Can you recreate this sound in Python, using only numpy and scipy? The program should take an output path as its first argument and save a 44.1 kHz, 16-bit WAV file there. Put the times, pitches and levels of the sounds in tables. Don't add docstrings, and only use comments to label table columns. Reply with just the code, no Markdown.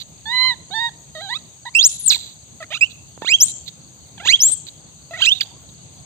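import sys
import numpy as np
from scipy import signal
from scipy.fft import rfft, irfft, next_fast_len
from scipy.io import wavfile
from scipy.ndimage import uniform_filter1d, minimum_filter1d, map_coordinates

SR = 44100
rng = np.random.default_rng(int(sys.argv[2]) if len(sys.argv) > 2 else 0)


def to_wav(sig):
    pcm = np.clip(np.atleast_2d(sig), -1, 1) * 32767
    pcm = np.round(pcm).astype(np.int16)
    wavfile.write(sys.argv[1], SR, pcm.T)


def makeup_ratio(level_db):
    decades = np.asarray(level_db, float) / 20
    return 10 ** decades


N = 266805


def unit(x):
    return x / np.sqrt(np.mean(x ** 2) + 1e-20)


def along(points, hz):
    f, v = np.transpose(points)
    return np.interp(np.log(hz + 1), np.log(f + 1), v)


def wobble(rate_hz, size=N):
    knots = rng.standard_normal(int(size * rate_hz / SR) + 4)
    return map_coordinates(knots, [np.arange(size) * rate_hz / SR])


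def filtered(x, response):
    m = next_fast_len(N + 8192)
    return irfft(rfft(x, m) * response(np.fft.rfftfreq(m, 1 / SR)), m)[..., :N]


def shares(balance, hz):
    turn = np.arctan(makeup_ratio(-along(balance, hz)))
    return np.sqrt(2) * np.array([np.cos(turn), np.sin(turn)])


# start in
# seconds, length in seconds, level in dB.
PUFFS = [(0, 0.019, -32), (1.387, 0.004, -42.5), (2.897, 0.022, -42), (3.659, 0.015, -42.5),
         (3.6758, 0.002, -27), (3.678, 0.011, -30), (4.667, 0.002, -29), (4.675, 0.013, -32.5),
         (5.42, 0.013, -28), (5.688, 0.0072, -45.5), (2.103, 0.026, -21), (2.11, 0.0017, -20.5),
         (2.1186, 0.001, -13), (2.1436, 0.001, -15), (2.146, 0.014, -27.5), (2.159, 0.07, -36),
         (3.471, 0.029, -36.5), (4.471, 0.02, -39.5), (1.894, 0.052, -42)]


def puffs():
    t, flow = np.arange(N) / SR, np.zeros(N)
    for start_s, length_s, db in PUFFS:
        attack = np.clip((t - start_s) / .002, 0, 1)
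        release_s = .004 + 25 * length_s ** 2
        flow += makeup_ratio(db) * attack * np.clip((start_s + length_s - t) / release_s + 1, 0, 1)
    return flow


# frequency in Hz, gain in dB.
OPEN_MOUTH = [(1000, -19), (1500, 17.5), (2000, 21.5), (2600, 24), (3200, 25), (3800, 20.5), (4600, 6),
              (5300, -7), (6200, 0.5), (7200, -2.5), (7900, -11), (8700, -3.5), (10300, -26), (11700, -3),
              (13500, -8), (15500, -15.5)]
# pitch in Hz, tilt in dB per octave.
PURER = [(1000, -0.5), (2000, 14), (2600, 15), (3100, 9.5), (3700, -5), (5000, -16.5), (6500, -4.5)]
# frequency in Hz, gain in dB.
THIN = [(7600, -0.5), (8200, -16.5), (9300, -28), (10400, -22.5), (11200, -47)]


def cry(call, lips, parted, turns, lag):
    tilt, breath_db, rows = call
    k = np.arange(1, 13)[:, None]
    s, hz, db = np.transpose(rows)
    at = np.arange(round(s[0] * SR), round(s[-1] * SR))
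    curves = [np.interp(at / SR, s, c) for c in (hz, makeup_ratio(db), db.mean() - db)]
    hz, gain, under_db = [uniform_filter1d(c, size=60) for c in curves]

    tilt = tilt + along(PURER, hz) - .078 * np.clip(under_db, 0, 30)
    breath_db = breath_db + .5 * under_db
    strain = np.clip(hz / 5000, .1, 1)
    gape = np.clip((hz - 1050) / 500, 0, 1)
    hoarse = np.clip(makeup_ratio(breath_db) - .2, 0, 1)

    octaves_per_s = np.abs(np.gradient(uniform_filter1d(np.log2(hz), size=400))) * SR
    glide = np.minimum(octaves_per_s, 25) * parted * np.clip(3 - hz / 1000, 0, 1)
    steady_hz = uniform_filter1d(hz, size=80) * (1 + .003 * wobble(150, len(at)))
    shake = .0004 * glide * wobble(500, len(at)) + .07 * hoarse * wobble(700, len(at))
    hz = steady_hz + shake * np.minimum(steady_hz * 0 + uniform_filter1d(hz, size=1), 2500)

    overtone_hz = k * hz
    mouth_db = (1 - gape) * along(lips, overtone_hz) + gape * along(OPEN_MOUTH, overtone_hz)
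    thin_db = (k > 2) * along(THIN, overtone_hz)
    notch_db = (k > 1) * -8 * np.exp(-((overtone_hz - 5600) / 330) ** 2)
    wander_db = 3.5 if parted else 1.5
    uneven_db = wander_db * np.array([wobble(55.6, len(at)) for _ in k])
    weight = makeup_ratio(mouth_db + thin_db + notch_db + uneven_db + tilt * np.log2(k))
    weight = weight * np.clip((15650 - overtone_hz) / 400, 0, 1)

    turns[at] = turns[at[0] - 1] + np.cumsum(hz) / SR
    stack = np.sum(weight * np.sin(2 * np.pi * k * turns[at] + lag), axis=0)
    stack = stack / np.sqrt(np.sum(weight ** 2, axis=0) / 2)
    gain = gain * np.clip(np.minimum(at - at[0], at[-1] - at) / (.002 * SR), 0, 1)
    flutter = np.clip(.13 * strain ** 1.5 + hoarse, 0, 1) * wobble(190, len(at))
    grit = .002 * glide * wobble(2500, len(at))
    torn = np.clip(5 * hoarse, 0, 1)
    leak = gain * makeup_ratio(breath_db)
    return at, gain * (1 + flutter + grit) * stack, leak * (1 - torn), leak * torn


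# time in seconds, pitch in Hz, level in dB.
COOS = [
    (-7, -25.5, [(0.255, 860, -32), (0.3, 923, -24.5), (0.335, 1004, -20), (0.385, 1013, -15.5), (0.45, 1027, -13.5), (0.49, 1022, -15), (0.515, 973, -19), (0.53, 952, -29), (0.545, 870, -37)]),
    (-8, -27, [(0.708, 722, -37), (0.73, 778, -27.5), (0.745, 879, -24.5), (0.76, 902, -22), (0.79, 899, -20), (0.808, 942, -21), (0.865, 936, -20), (0.882, 947, -27.5), (0.896, 830, -34.5)]),
]
WHIMPERS = [
    (-9, -17.5, [(1.15, 649.6, -33.5), (1.175, 613.5, -33.5), (1.205, 645, -34.5), (1.22, 797, -31.5), (1.25, 804, -32), (1.285, 750, -34.5), (1.296, 848, -26.5)]),
    (-7.5, -19, [(1.294, 825, -35.5), (1.308, 928, -24), (1.318, 969, -27.5), (1.332, 979, -20.5), (1.342, 1064, -26.5), (1.348, 1144, -29), (1.358, 1232, -21), (1.368, 1306, -26), (1.38, 1310, -49.5)]),
    (-12.5, -15.5, [(1.652, 860, -40.5), (1.655, 783, -33), (1.661, 987, -32), (1.671, 977, -28.5), (1.682, 905, -32.5), (1.69, 1022, -36.5), (1.697, 1060, -50.5)]),
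]
OOHS = [
    (0, -12.5, [(2.626, 600, -25.5), (2.632, 605, -34), (2.639, 671, -38), (2.646, 741, -37.5)]),
    (0, -14, [(5.134, 616, -33.5), (5.141, 635, -28), (5.15, 676, -30.5), (5.158, 633, -31.5), (5.166, 725, -35), (5.176, 752, -42.5)]),
]
MURMURS = [
    (-11, -11.5, [(2.603, 668, -35.5), (2.612, 660, -35), (2.628, 610, -36)]),
    (-9, -14, [(5.108, 660, -32.5), (5.118, 665, -38), (5.13, 690, -36.5), (5.137, 647, -37.5)]),
    (-2.5, -16.5, [(2.703, 589.3, -38.5), (2.72, 633, -29), (2.735, 951, -26.5), (2.75, 1375, -20), (2.762, 1166, -27.5), (2.78, 1547, -30)]),
    (-6, -7.5, [(3.216, 794, -52.5), (3.23, 898, -31), (3.246, 900, -39.5)]),
    (-4, -16, [(4.178, 898, -34.5), (4.187, 746, -45), (4.195, 800, -49), (4.203, 669, -33), (4.212, 720, -36), (4.22, 829, -41.5), (4.229, 760, -40.5), (4.24, 870, -36), (4.25, 760, -36)]),
    (1, -20, [(5.174, 776, -30), (5.182, 696, -38), (5.192, 627, -29), (5.202, 686, -27)]),
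]
CLIMBS = [
    (-3.5, -29.5, [(2.808, 2306, -40), (2.815, 2500, -11.5), (2.835, 2690, -6.5), (2.85, 2906, -37), (2.866, 3040, -30)]),
    (-1.5, -25, [(3.246, 1038, -36), (3.272, 1466, -23), (3.285, 1930, -14.5), (3.3, 2342, -17), (3.312, 2444, -15.5), (3.326, 2652, -9), (3.335, 2863, -11.5)]),
    (-3.5, -30.5, [(3.333, 2830, -19.5), (3.338, 3110, -7.5), (3.342, 3170, 2), (3.35, 3204, -7.5), (3.362, 3390, -31.5), (3.372, 3540, -48)]),
    (0.5, -18.5, [(4.248, 804, -32), (4.258, 939, -22.5), (4.27, 1140, -21), (4.278, 1418, -12.5), (4.282, 1592, -18), (4.291, 1908, -4.5), (4.308, 2190, -12), (4.32, 2425, -15), (4.326, 2640, -20.5)]),
    (2.5, -29, [(4.324, 2627, -5), (4.33, 2808, -18.5), (4.334, 3050, -3.5), (4.342, 3258, 1.5), (4.349, 3277, -2), (4.353, 3360, -25), (4.358, 3430, -13), (4.364, 3620, -28.5)]),
    (1, -20.5, [(5.201, 704, -26), (5.214, 1230, -25.5), (5.226, 1598, -9), (5.237, 1556, -14), (5.245, 1200, -17.5), (5.258, 1834, -12), (5.261, 1960, -8.5), (5.264, 2268, -10.5)]),
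    (0.5, -25.5, [(5.263, 2370, -20), (5.27, 2570, -11.5), (5.28, 2683, -10), (5.288, 2800, -8.5), (5.3, 3050, -23)]),
    (-22, -26.5, [(5.298, 2973, -19.5), (5.312, 3120, -17), (5.319, 3264, -11.5), (5.322, 3536, -9.5), (5.326, 3530, -7.5), (5.338, 3723, -32.5), (5.344, 3780, -38.5)]),
    (-30, -5, [(5.346, 3700, -45), (5.357, 3900, -29), (5.37, 3670, -33.5), (5.383, 3665, -36), (5.392, 3560, -37.5)]),
]
SCREAM = [
    (1.5, -35, [(1.738, 2255, -46.5), (1.749, 2310, -35), (1.753, 2650, -8.5), (1.77, 2682, -10), (1.786, 2718, -11.5), (1.79, 3105, -8)]),
    (2, -30, [(1.788, 2946, -17.5), (1.796, 3247, -6), (1.803, 3370, -11), (1.807, 3476, -31), (1.812, 3500, -7), (1.822, 3840, -19)]),
    (-5.5, -22.5, [(1.818, 3700, -23.5), (1.825, 3930, -16), (1.83, 4520, -10.5), (1.836, 4880, -19), (1.845, 5440, -9), (1.852, 6300, -8.5), (1.866, 7250, -2.5), (1.872, 8210, -25), (1.88, 8440, -10)]),
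    (-6, -12.5, [(1.878, 8200, -25), (1.889, 8770, -41.5), (1.903, 9280, -36), (1.921, 9170, -32), (1.935, 10030, -36.5), (1.95, 10240, -37), (1.964, 10600, -39), (1.974, 10200, -56.5)]),
    (-6, -13.5, [(1.988, 10600, -45.5), (2, 10520, -28.5), (2.013, 10490, -27), (2.017, 10380, -67.5), (2.022, 10170, -31), (2.032, 9440, -33), (2.044, 9460, -25), (2.055, 8990, -27.5)]),
    (-36, -23, [(2.048, 4140, -54), (2.066, 4380, -43), (2.076, 4050, -49)]),
]
PLUNGE = [
    (-1, -27, [(2.053, 9080, -24), (2.06, 8750, -23), (2.067, 8420, -9), (2.074, 8000, -21), (2.082, 7500, -6.5), (2.088, 7090, -14), (2.093, 6850, -11.5), (2.099, 5530, -20.5), (2.106, 4120, -2.5)]),
    (-29, -4, [(2.11, 4184, -12.5), (2.114, 4030, -27), (2.118, 3996, -15), (2.121, 3994, -22.5), (2.125, 3990, -19.5), (2.133, 3595, -22.5), (2.14, 3643, -23)]),
    (-30, -6, [(2.145, 4610, -23.5), (2.148, 4150, -21), (2.156, 3580, -22.5), (2.162, 3520, -39)]),
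    (-6.5, -13, [(2.104, 4416, -3), (2.112, 3470, -14), (2.117, 3360, -31), (2.125, 2860, -25.5), (2.135, 2610, -23.5), (2.144, 2316, -29.5), (2.15, 2000, -45.5)]),
    (-8, -13, [(2.152, 1490, -43), (2.162, 1030, -42), (2.17, 850, -39)]),
]
SQUEALS = [
    (-10.5, -21, [(3.402, 5630, -30.5), (3.407, 5290, -15), (3.422, 6245, -7.5), (3.435, 7350, -2.5), (3.445, 7950, -22.5), (3.458, 8360, -21), (3.468, 8650, -35), (3.49, 9000, -34), (3.512, 10300, -43)]),
    (-5, -31.5, [(4.402, 5274, -14), (4.412, 5494, -20), (4.425, 6180, -10.5), (4.43, 6300, -14), (4.435, 6750, -6), (4.446, 7210, -12.5), (4.467, 7660, -9), (4.485, 7610, -13)]),
    (-10, -20, [(4.483, 7690, -17.5), (4.5, 7900, -18.5), (4.512, 8080, -26.5), (4.52, 8390, -16.5), (4.54, 8370, -22), (4.547, 8160, -26.5)]),
    (-19, -8, [(5.398, 3034, -38.5), (5.406, 2590, -30.5), (5.41, 2340, -23), (5.413, 1820, -33), (5.417, 1594, -31.5), (5.421, 1400, -41.5)]),
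]
YELP = (-30, -13, [(5.407, 4900, -24), (5.411, 4600, -10), (5.413, 4100, -24), (5.415, 3550, -11),
        (5.418, 3050, -20), (5.421, 2800, -32)])
# frequency in Hz, gain in dB.
ROUNDED = [(700, -15), (1000, -14), (1500, -14.5), (2000, 3.5), (2550, -31), (3100, -0.5), (4100, 15.5),
           (5000, -23), (6500, -21), (8300, -3.5), (9500, -11)]
PURSED = [(650, -12), (1300, -10), (1950, 6.5), (2500, -9), (3200, -18.5), (4300, -12), (5200, -32),
          (9000, -44.5)]
PARTED = [(650, 1), (1300, 3), (2000, 7), (2600, 7), (3200, 12.5), (3800, 10), (4500, -4), (5200, -6.5),
          (7000, 1.5), (9000, -26)]
# frequency in Hz, density in dB per Hz.
BREATH = [(1000, -34), (2300, -16), (3000, -11), (3500, 1.5), (4000, 7.5), (4600, -2), (5200, -22),
          (6300, -13), (7500, -13.5), (8600, -28.5), (9200, -40), (10600, -49.5), (11200, -44.5),
          (11700, -27.5), (13000, -21), (15500, -23.5)]
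RASP = [(1000, -26.5), (2500, -14), (3600, 1.5), (4600, -4.5), (5400, -17), (7000, -7.5), (8500, -14),
        (10200, -32), (11100, -48.5), (11800, -19.5), (15500, -24)]


def monkey():
    voice, flow, turns = np.zeros(N), np.zeros(N), np.zeros(N)
    gasp = puffs()
    lag = rng.uniform(0, 2 * np.pi, (12, 1))
    calls = [(c, ROUNDED, False) for c in COOS + WHIMPERS]
    calls += [(c, PURSED, False) for c in OOHS]
    calls += [(c, PARTED, True) for c in MURMURS + CLIMBS + SCREAM + PLUNGE + SQUEALS + [YELP]]
    for call, lips, parted in calls:
        at, tone, throat, torn = cry(call, lips, parted, turns, lag)
        voice[at] += tone
        flow[at] += throat
        gasp[at] += torn
    hiss = unit(filtered(rng.standard_normal(N), lambda hz: makeup_ratio(along(BREATH, hz))))
    rasp = unit(filtered(rng.standard_normal(N), lambda hz: makeup_ratio(along(RASP, hz))))
    return voice + (flow * rasp + gasp * hiss) * makeup_ratio(2.0 * wobble(250))


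# frequency in Hz, left over right in dB.
NEAR_BALANCE = [(300, -1.5), (1000, -1.5), (2000, -5.5), (2700, -13.5), (3300, -7), (3700, -20.5),
                (4100, -15.5), (4600, -4.5), (5100, -2.5), (5800, 1), (6600, 5), (7400, 0), (7900, 16),
                (8500, 20.5), (9500, 17), (12500, -5)]
# frequency in Hz, left lead in radians.
LEAD = [(0, 0), (2150, 1), (3620, 2.5), (4740, 5), (5340, 4.5), (7240, 5.5), (8960, 13), (10500, 9.5),
        (11000, -0.5), (11400, 20.5), (12800, 13.5), (13800, 11), (14700, 26.5), (15200, 17)]
# delay in seconds, left level in dB, right level in dB.
BOUNCES = [(.0031, -11.5, -22.5), (.0074, -16, -21), (0.01, -25, -34), (0.018, -24, -29.5)]
# delay in seconds, level in dB, centre in Hz.
ECHOES = [(.053, -30, 3300), (.105, -40, 3500), (0.064, -29.5, 11000)]
# frequency in Hz, t60 in seconds.
SHELTER = [(500, 0.95), (2500, 0.44), (3300, 0.62), (4000, 0.58), (7500, 0.51), (12000, 0.25),
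           (15000, 0.25)]
# frequency in Hz, gain in dB.
WALL = [(800, -2), (2600, -6.5), (3900, -5.5), (5300, -4), (6200, 2.5), (7400, 7), (8500, 4.5),
        (10000, -12), (14000, 7.5)]


def nearby(x):
    def slaps(hz):
        paths = [makeup_ratio([[left], [right]]) * np.exp(-2j * np.pi * hz * s * [[1], [1.13]])
                 for s, left, right in BOUNCES]
        return 1 + sum(paths)

    def faces(hz):
        return sum(makeup_ratio(db) * np.exp(-((hz - centre_hz) / 800) ** 2 - 2j * np.pi * hz * s)
                   for s, db, centre_hz in ECHOES)

    def ports(hz):
        lead_rad = np.interp(hz, *np.transpose(LEAD))
        return shares(NEAR_BALANCE, hz) * np.exp(.5j * lead_rad * [[1], [-1]])

    def wall(hz):
        return shares(NEAR_BALANCE, hz) * makeup_ratio(along(WALL, hz))

    hz, t, z = signal.stft(rng.standard_normal((2, SR // 2)), SR, nperseg=256)
    decay = makeup_ratio(-60 * t / along(SHELTER, hz)[:, None]) * np.clip((t - .01) / .033, 0, 1)
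    bump = makeup_ratio(-15.0) * np.exp(-((t - .048) / .01) ** 2)
    tail = signal.istft(z * (decay + bump), SR, nperseg=256)[1]
    wet = signal.fftconvolve(x[None], tail / np.linalg.norm(tail[0]), axes=1)[:, :N]
    stirred = wet * [1 + .45 * wobble(300), 1 + .45 * wobble(300)]
    sharp = filtered(x, lambda hz: ports(hz) * faces(hz)) * (1 + .6 * wobble(200))
    direct = filtered(x, lambda hz: ports(hz) * slaps(hz))
    return direct + sharp + makeup_ratio(-24.5) * filtered(stirred, wall)


# frequency in Hz, left-right correlation.
ALIKE = [(30, .7), (60, .76), (130, .78), (290, .5), (640, .3), (1400, -.1), (3100, -.05), (15000, 0)]
# frequency in Hz, left over right in dB.
FAR_BALANCE = [(60, -3.5), (110, 2.5), (200, -2), (380, 0), (700, -3), (1290, 0.5), (2380, -4),
               (4400, -7.5), (8120, 10), (15000, -1.5)]


def rush(spectrum, patchy_db):
    z = signal.stft(rng.standard_normal((2, N)), nperseg=512)[2]
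    patches = uniform_filter1d(rng.standard_normal(z.shape[1:]), size=5, axis=0)
    patches = unit(uniform_filter1d(patches, size=8, axis=1))
    pair = signal.istft(z * makeup_ratio(patchy_db * patches), nperseg=512)[1][:, :N]

    def mid_side(hz):
        turn = np.arccos(np.clip(along(ALIKE, hz), -1, 1)) / 2
        return makeup_ratio(along(spectrum, hz)) * [np.cos(turn), np.sin(turn)]

    mid, side = filtered(pair, mid_side)
    return unit(filtered(np.array([mid + side, mid - side]), lambda hz: shares(FAR_BALANCE, hz)))


# frequency in Hz, density in dB per Hz.
FIELD = [(21, -37), (40, -35), (50, -34.5), (59, -3), (146, -0.5), (173, -3), (200, -9), (280, -12.5),
         (409, -17.5), (767, -19.5), (852, -21), (1780, -31.5), (4480, -20), (5300, -36.5), (6890, -83.5),
         (11700, -120)]
DRONE = [(3120, -28), (5300, -21.5), (5830, -19), (5990, -19), (6270, 0), (6310, -5), (6660, 3.5),
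         (7080, -11), (8390, -6), (8740, -22), (9100, -43.5), (11800, -44.5), (20000, -120)]
# time in seconds, field level in dB, drone level in dB.
AIR = [(0, -49, -49), (2.003, -49.5, -47.5), (3.998, -49, -49), (6.05, -48, -48)]


def field():
    s, field_db, drone_db = np.transpose(AIR)
    t = np.arange(N) / SR
    hum_db = np.interp(t, s, field_db + 2.5) + .69 * wobble(6.8)
    hum = makeup_ratio(hum_db) * rush(FIELD, patchy_db=-2.0)
    chorus_db = np.interp(t, s, drone_db + 1.0) + .14 * wobble(26)
    chorus = makeup_ratio(chorus_db) * rush(DRONE, patchy_db=0.0)
    fizz_spectrum = [(11000, -65.0), (12000, 3.0), (13500, -2.0), (15000, 10.5), (15700, -55.0)]
    return hum + chorus + makeup_ratio(-67.5) * rush(fizz_spectrum, patchy_db=3.5)


def cricket():
    first_s, every_s, stroke_gap_s = .181, .2421, .033
    out, t = np.zeros(N + SR), np.arange(700) / SR
    stroke = np.hanning(len(t)) * np.sin(2 * np.pi * (5000 * t - 32000 * t ** 2))
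    chirps = np.arange(first_s, N / SR, every_s)
    for s, sizes_db in zip(chirps, rng.normal(0, 1.8, (len(chirps), 3))):
        for n, db in enumerate(sizes_db):
            start = round((s + stroke_gap_s * n) * SR) - len(t) // 2
            out[start:][:len(t)] += makeup_ratio(db) * stroke
    return out[:N] * makeup_ratio([[-57], [-46]])


# time in seconds, level in dB.
TAPS = [(0.704, -35), (3.177, -30), (3.221, -18), (3.247, -23), (3.301, -31.5), (2.06, -43), (2.109, -32.5),
        (4.509, -44), (4.225, -35.5), (4.259, -25), (4.479, -36.5), (4.498, -34)]


def taps():
    blows = np.zeros(N)
    for s, db in TAPS:
        blows[round(s * SR)] = makeup_ratio(db + 35.0)

    def case(hz):
        resonance = 1j * hz * 900 / (550 ** 2 - hz * hz + 1j * hz * 900)
        return resonance / (1 + 1j * hz / 1500) ** 3

    return filtered(blows, case) * makeup_ratio([[-14], [0]])


# time in seconds, pitch in Hz, level in dB.
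FAR_BIRD = [
    (5.26, 720, -67),
    (5.32, 760, -60),
    (5.488, 790, -62),
    (5.532, 950, -58),
    (5.58, 1080, -62),
    (5.63, 1120, -72),
]


def far_bird():
    s, hz, db = np.transpose(FAR_BIRD)
    t = np.arange(N) / SR
    pitch_hz = np.interp(t, s, hz) * (1 + .03 * wobble(150))
    level_db = np.interp(t, s, db, left=-120, right=-120) + 4.5 * wobble(110)
    return makeup_ratio(level_db) * np.sin(2 * np.pi * np.cumsum(pitch_hz) / SR)


def scene():
    return nearby(monkey()) + field() + cricket() + taps() + far_bird()


# frequency in Hz, least level in dB.
KEPT = [(4900, -120), (5150, -71.5), (5550, -87), (5800, -120), (8900, -120), (9100, -78), (10700, -72.5),
        (11400, -62), (11700, -100), (15600, -100)]


def drop_weak_bands(x):
    hz, _, z = signal.stft(x, SR, nperseg=1024)
    band = np.sqrt(np.abs(uniform_filter1d(np.abs(z) ** 2, size=13, axis=1)))
    masker = -minimum_filter1d(-band, size=61, axis=1)
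    blocks = rng.random((43, z.shape[2] // 4 + 1)) < .2
    starved = np.kron(blocks, np.ones((12, 4)))[:len(hz), :z.shape[2]] * (hz > 11500)[:, None]
    audible = (band > makeup_ratio(along(KEPT, hz))[:, None]) * (band > makeup_ratio(-42) * masker)
    audible = audible * (1 - starved * (band < makeup_ratio(-64)))
    return signal.istft(z * audible, SR, nperseg=1024)[1][:, :N]


def roll_off(x):
    return signal.sosfilt(signal.butter(12, 15680, fs=SR, output="sos"), x)


def record(dry):
    need = np.minimum(1, .95 / (np.abs(dry).max(axis=0) + 1e-9))
    held = dry * uniform_filter1d(minimum_filter1d(need, size=161), size=81)
    kept = drop_weak_bands(held)
    mix = filtered(kept, lambda hz: (hz < 15690) / np.sqrt(1 + (52 / (hz + 1)) ** 2))
    return roll_off(mix)


dry = scene()
out = record(dry)
to_wav(out)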